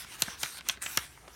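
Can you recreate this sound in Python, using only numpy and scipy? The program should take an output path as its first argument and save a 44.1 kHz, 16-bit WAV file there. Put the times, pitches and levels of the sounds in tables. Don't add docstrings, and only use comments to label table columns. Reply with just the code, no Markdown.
import sys
import numpy as np
from scipy import signal
from scipy.fft import rfft, irfft
from scipy.io import wavfile
from scipy.ndimage import uniform_filter1d

SR = 44100
rng = np.random.default_rng(int(sys.argv[2]) if len(sys.argv) > 2 else 0)


def int16_out(signal):
    q = np.round(np.clip(np.atleast_2d(signal).T, -1, 1) * 32767)
    wavfile.write(sys.argv[1], SR, q.astype(np.int16))


def ratio_of_db(decibels):
    return 10 ** (np.asarray(decibels, float) / 20)


N = 59535

# pitch_hz, density_db (per Hz)
ROOM_COLOUR = [(25, -34), (40, -9), (58, 6), (90, -8), (150, -8), (300, -11), (700, -19.5), (2000, -20.5),
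               (6000, -62), (16000, -44)]
ROOM_DB, ROOM_SWAY_DB = -58, 3.5

# start_s, level_db (relative), brightness_db
SLIDE_PATH = [(0, -42, -1.5), (0.04, -45.5, -6), (0.058, -52, -8), (0.131, -45, -5), (0.155, -46.5, -3.5),
              (0.176, -50, -9.5), (0.204, -41, -2.5), (0.25, -42.5, -9.5), (0.3, -40, -10),
              (0.34, -42.5, -11.5), (0.371, -48.5, -14.5), (0.403, -46, 0.5), (0.447, -36.5, -9),
              (0.498, -48, -2.5), (0.55, -48, -3), (0.587, -42.5, -7.5), (0.6, -48, -17.5), (0.63, -58, -9),
              (0.675, -46, -8), (0.716, -44, -1.5), (0.76, -50.5, -16), (0.795, -62, -11),
              (0.814, -55.5, -7), (0.821, -41, -0.5), (0.835, -42.5, 0), (0.85, -45.5, -1.5),
              (0.9, -44.5, 1), (0.96, -45.5, 1), (1.0, -43, -7.5), (1.05, -46, -4), (1.08, -53.5, -6),
              (1.2, -60, -2), (1.25, -57.5, -8.5), (1.345, -56, -5.5)]
# pitch_hz, density_db (per Hz)
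RUB_COLOUR = [(150, -82), (250, -11.5), (533, -15.5), (1060, -6.5), (1560, -3), (2890, -6), (3830, -5.5),
              (4900, -8.5), (5350, -2), (7090, -4), (8760, -2.5), (15100, -8), (15900, -28), (16800, -62)]
# middle_s, span_s (to 1/e), pitch_hz, boost_db
AIR_POCKETS = [(0.36, 0.14, 5600, 6.5), (0.57, 0.051, 4300, 7.5), (0.606, 0.2, 8880, 8),
               (0.845, 0.039, 7130, 11), (0.827, 0.02, 9020, 9), (0.84, 0.03, 2180, 6.5),
               (1.254, 0.048, 550, 16), (1.34, 0.017, 5440, 15)]
POCKET_WIDTH_HZ = 720
SWAY_DB, FLICKER_DB = 1.2, 4
GRIT_DB, GRIT_MIX_DB, CRINKLE_MIX_DB = 2, -4, -9.5
GRIT_PER_S, CRINKLES_PER_S = 3000, 140
CRINKLE_S, CRINKLE_TOP_HZ = 0.0024, 3300

# start_s, level_db (1.8 times the loudest 1.5 ms rms), strongest_hz,
# treble_db and bass_db (against the strongest part, before the sheet's colour)
CREASE_SNAPS = [(0.046, -39.5, 1470, -10, 12), (.2205, -12, 6400, 5, -33), (.2208, -12.5, 4030, -9, -14),
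                (.2255, -44, 1700, -20, 1), (.281, -27, 1670, -15, 3), (0.4313, -18.5, 5760, 6.5, 0),
                (0.4327, -25, 1600, -22, -10), (.4338, -20.5, 3060, -11, -28), (.46, -35, 2230, -10, -24),
                (0.5862, -35, 3940, -15, -3), (.6082, -34.5, 2500, -10, -5), (0.6868, -16, 6000, 8, -25),
                (0.688, -24, 2880, -14, -24), (.6945, -22, 2700, -12, -11), (0.696, -16, 3020, -8, -38),
                (0.6975, -21, 5360, -1.5, -46), (.7008, -28, 2780, -4, 7), (.7415, -39, 2300, -30, -13),
                (0.7718, -37.5, 1790, -14, 1), (0.8626, -21.5, 2460, -16, -33), (.9712, -44, 1860, -5, -28),
                (.9728, -12.5, 6300, 7, -32), (0.9735, -14.5, 2480, -9, -22), (.974, -17.5, 1420, -5.5, -5),
                (1.047, -43.5, 2080, -8, 12), (1.174, -43.5, 1000, -31, -24), (1.2778, -41, 2130, -27, -23),
                (1.278, -40, 532, -34, -2), (1.2797, -45, 4550, -9, -9), (1.2816, -43, 600, -11, -8)]
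# pitch_hz, gain_db
SHEET_COLOUR = [(150, -9.5), (500, -2), (1400, 8), (2500, 10), (4200, 9.5), (4900, 8.5), (6500, 12.5),
                (8800, 6), (11300, 9.5), (16000, -7.5)]
TREBLE_HZ, BASS_HZ = 8900, 200
PLATEAU = 1.14
PEAK_DB, PEAK_OCT = 6, .35
LAG_S, LAG_POWER = .0006, .7
RING_S, RING_POWER, RISE_SHARE = .0032, .5, .3
RAGGED_S, SCATTER_CYCLES = .0008, .4

RATTLE_DB, RATTLE_T60_S, RATTLE_TOP_HZ = -15, 0.041, 4800
ECHO_DB, ECHO_S, ECHO_SMEAR_S = -22.5, .013, .001
TAIL_DB, TAIL_T60_S = -19, 0.17

# start_s, level_db (envelope peak), start_hz, end_hz (approached)
PAGE_THUMPS = [(0.221, -36, 390, 97), (0.278, -41.5, 295, 161), (0.433, -46.5, 258, 111),
               (0.9746, -36.5, 401, 60.5)]
THUMP_FALL_S, THUMP_CYCLES = 0.0055, 0.92

MIC_LOW_HZ = 50.7


def colour(table, hz):
    table = np.array(table, float)
    return np.interp(np.log(hz), np.log(table[:, 0]), table[:, 1])


def walk(rate):
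    hold = int(SR / rate)
    steps = np.repeat(rng.standard_normal(N // hold + 1), hold)
    return 0.9 * uniform_filter1d(uniform_filter1d(steps, hold), hold)[:N]


def bands(x, low_hz, count=3):
    spectrum = rfft(x)
    octave = np.log2(np.fft.rfftfreq(len(x), 1 / SR) + 1e-9)
    for hz in low_hz * 2 ** np.arange(0, np.log2(18000 / low_hz), 1 / count):
        distance = np.clip(count * (octave - np.log2(hz)), -1, 1)
        yield hz, irfft(spectrum * np.cos(np.pi / 2 * distance) ** 2, len(x))


def room():
    out = 0
    for hz, band in bands(rng.standard_normal(N), 21.2):
        out = out + band * ratio_of_db(colour(ROOM_COLOUR, hz) + ROOM_SWAY_DB * walk(9.76))
    return out * ratio_of_db(ROOM_DB) / out.std()


def clicks(per_s):
    return (rng.random(N) < per_s / SR) * ratio_of_db(GRIT_DB * rng.exponential(size=N))


def rubbing():
    grit = clicks(GRIT_PER_S) * rng.standard_normal(N)
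    decay = np.exp(-1 / (CRINKLE_S * SR))
    crinkle = signal.lfilter([1], [1, -decay], clicks(CRINKLES_PER_S)) * rng.standard_normal(N)
    crinkle = signal.lfilter(*signal.butter(2, CRINKLE_TOP_HZ, fs=SR), crinkle)
    hiss = rng.standard_normal(N)
    return hiss + ratio_of_db(GRIT_MIX_DB) * grit / grit.std() + ratio_of_db(CRINKLE_MIX_DB) * crinkle / crinkle.std()


def pocket_boost(hz, t):
    boost = 0
    for middle, span, pocket_hz, db in AIR_POCKETS:
        if abs(hz - pocket_hz) < 3 * POCKET_WIDTH_HZ:
            nearness = np.exp(-((hz - pocket_hz) / POCKET_WIDTH_HZ) ** 2)
            boost = boost + db * nearness * np.exp(-((t - middle) / span) ** 2)
    return boost


def slide():
    t, rows = np.arange(N) / SR, np.array(SLIDE_PATH, float)
    level = np.interp(t, rows[:, 0], rows[:, 1])
    bright = np.interp(t, rows[:, 0], rows[:, 2])
    sway, out = [walk(12.0), walk(14.1)], 0
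    for hz, band in bands(rubbing(), 157.9, count=5):
        turn = 0.94 * np.log2(hz)
        wander = SWAY_DB * (np.cos(turn) * sway[0] + np.sin(turn) * sway[1])
        wander = wander + FLICKER_DB * walk(24.91)
        tilt = np.clip(np.log2(hz / 4000) / 0.92, 0, 1) * bright
        out = out + band * ratio_of_db(colour(RUB_COLOUR, hz) + tilt + wander + pocket_boost(hz, t))
    return 2 * out * ratio_of_db(level)


def snap(db, peak_hz, treble_db, bass_db, chance, count=160):
    t = np.arange(int(.08 * SR)) / SR
    hz = 120 * 137 ** ((np.arange(count) + chance[:count]) / count) ** .8
    khz = hz / 1000
    low_share = np.clip(khz, 0, 1)
    shape = [(BASS_HZ, bass_db), (peak_hz / PLATEAU, 0), (min(peak_hz * PLATEAU, TREBLE_HZ - 1), 0),
             (TREBLE_HZ, treble_db), (2 * TREBLE_HZ, 2 * treble_db)]
    hump = PEAK_DB * np.exp(-(np.log2(hz / peak_hz) / PEAK_OCT) ** 2)
    gain = ratio_of_db(colour(shape, hz) + colour(SHEET_COLOUR, hz) + hump)

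    crack = np.floor(4 * chance[count:2 * count] ** 2) / 3
    lag = LAG_S * (khz ** -LAG_POWER - (1 / 16) ** LAG_POWER) + RAGGED_S * crack ** 2 * low_share
    since = np.clip(t - lag[:, None], 0, None)
    age = since / (RING_S * khz[:, None] ** -RING_POWER)
    phase = hz[:, None] * since + (SCATTER_CYCLES * chance[2 * count:] * low_share)[:, None]
    envelope = (1 - np.exp(-age / RISE_SHARE)) * np.exp(-age)
    y = gain @ (envelope * np.sin(2 * np.pi * phase))
    loudest_rms = np.sqrt(uniform_filter1d(y ** 2, size=66).max())
    return y * ratio_of_db(db) / (1.8 * loudest_rms)


def fading(t, t60):
    return np.exp(-np.log(1000) * t / t60) * rng.standard_normal(len(t))


def aftermath():
    t = np.arange(SR // 3) / SR
    rattle = fading(t, RATTLE_T60_S) * rng.exponential(size=len(t))
    rattle = signal.lfilter(*signal.butter(1, RATTLE_TOP_HZ, fs=SR), rattle)
    late = np.clip(t - ECHO_S, 0, None) / ECHO_SMEAR_S
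    echo = late * np.exp(-late) * rng.standard_normal(len(t))
    tail = fading(t, TAIL_T60_S) * (t > ECHO_S / 2)
    parts = [(RATTLE_DB, rattle), (ECHO_DB, echo), (TAIL_DB, tail)]
    return sum(ratio_of_db(db) * part / np.linalg.norm(part) for db, part in parts)


def snaps():
    out = np.zeros(N + SR)
    for (at, *row), chance in zip(CREASE_SNAPS, rng.random((len(CREASE_SNAPS), 480))):
        y = snap(*row, chance)
        out[int(at * SR):int(at * SR) + len(y)] += y
    direct = out[:N]
    return direct + signal.fftconvolve(direct, aftermath())[:N]


def thumps():
    t, out = np.arange(N) / SR, 0
    for at, db, start_hz, end_hz in PAGE_THUMPS:
        age = np.clip(t - at, 0, None)
        fallen = THUMP_FALL_S * (1 - np.exp(-age / THUMP_FALL_S))
        cycles = end_hz * age + (start_hz - end_hz) * fallen
        swell = cycles / THUMP_CYCLES
        out = out + ratio_of_db(db) * swell * np.exp(1 - swell) * np.sin(2 * np.pi * cycles)
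    return out


def scene():
    return (room() + slide() + snaps() + thumps())[None]


def top_cut(x):
    return signal.sosfilt(signal.butter(12, 16960, fs=SR, output="sos"), x)


def record(dry):
    mic = signal.butter(2, MIC_LOW_HZ, "high", fs=SR, output="sos")
    mix = signal.sosfilt(mic, dry)
    return top_cut(mix)


dry = scene()
out = record(dry)
int16_out(out)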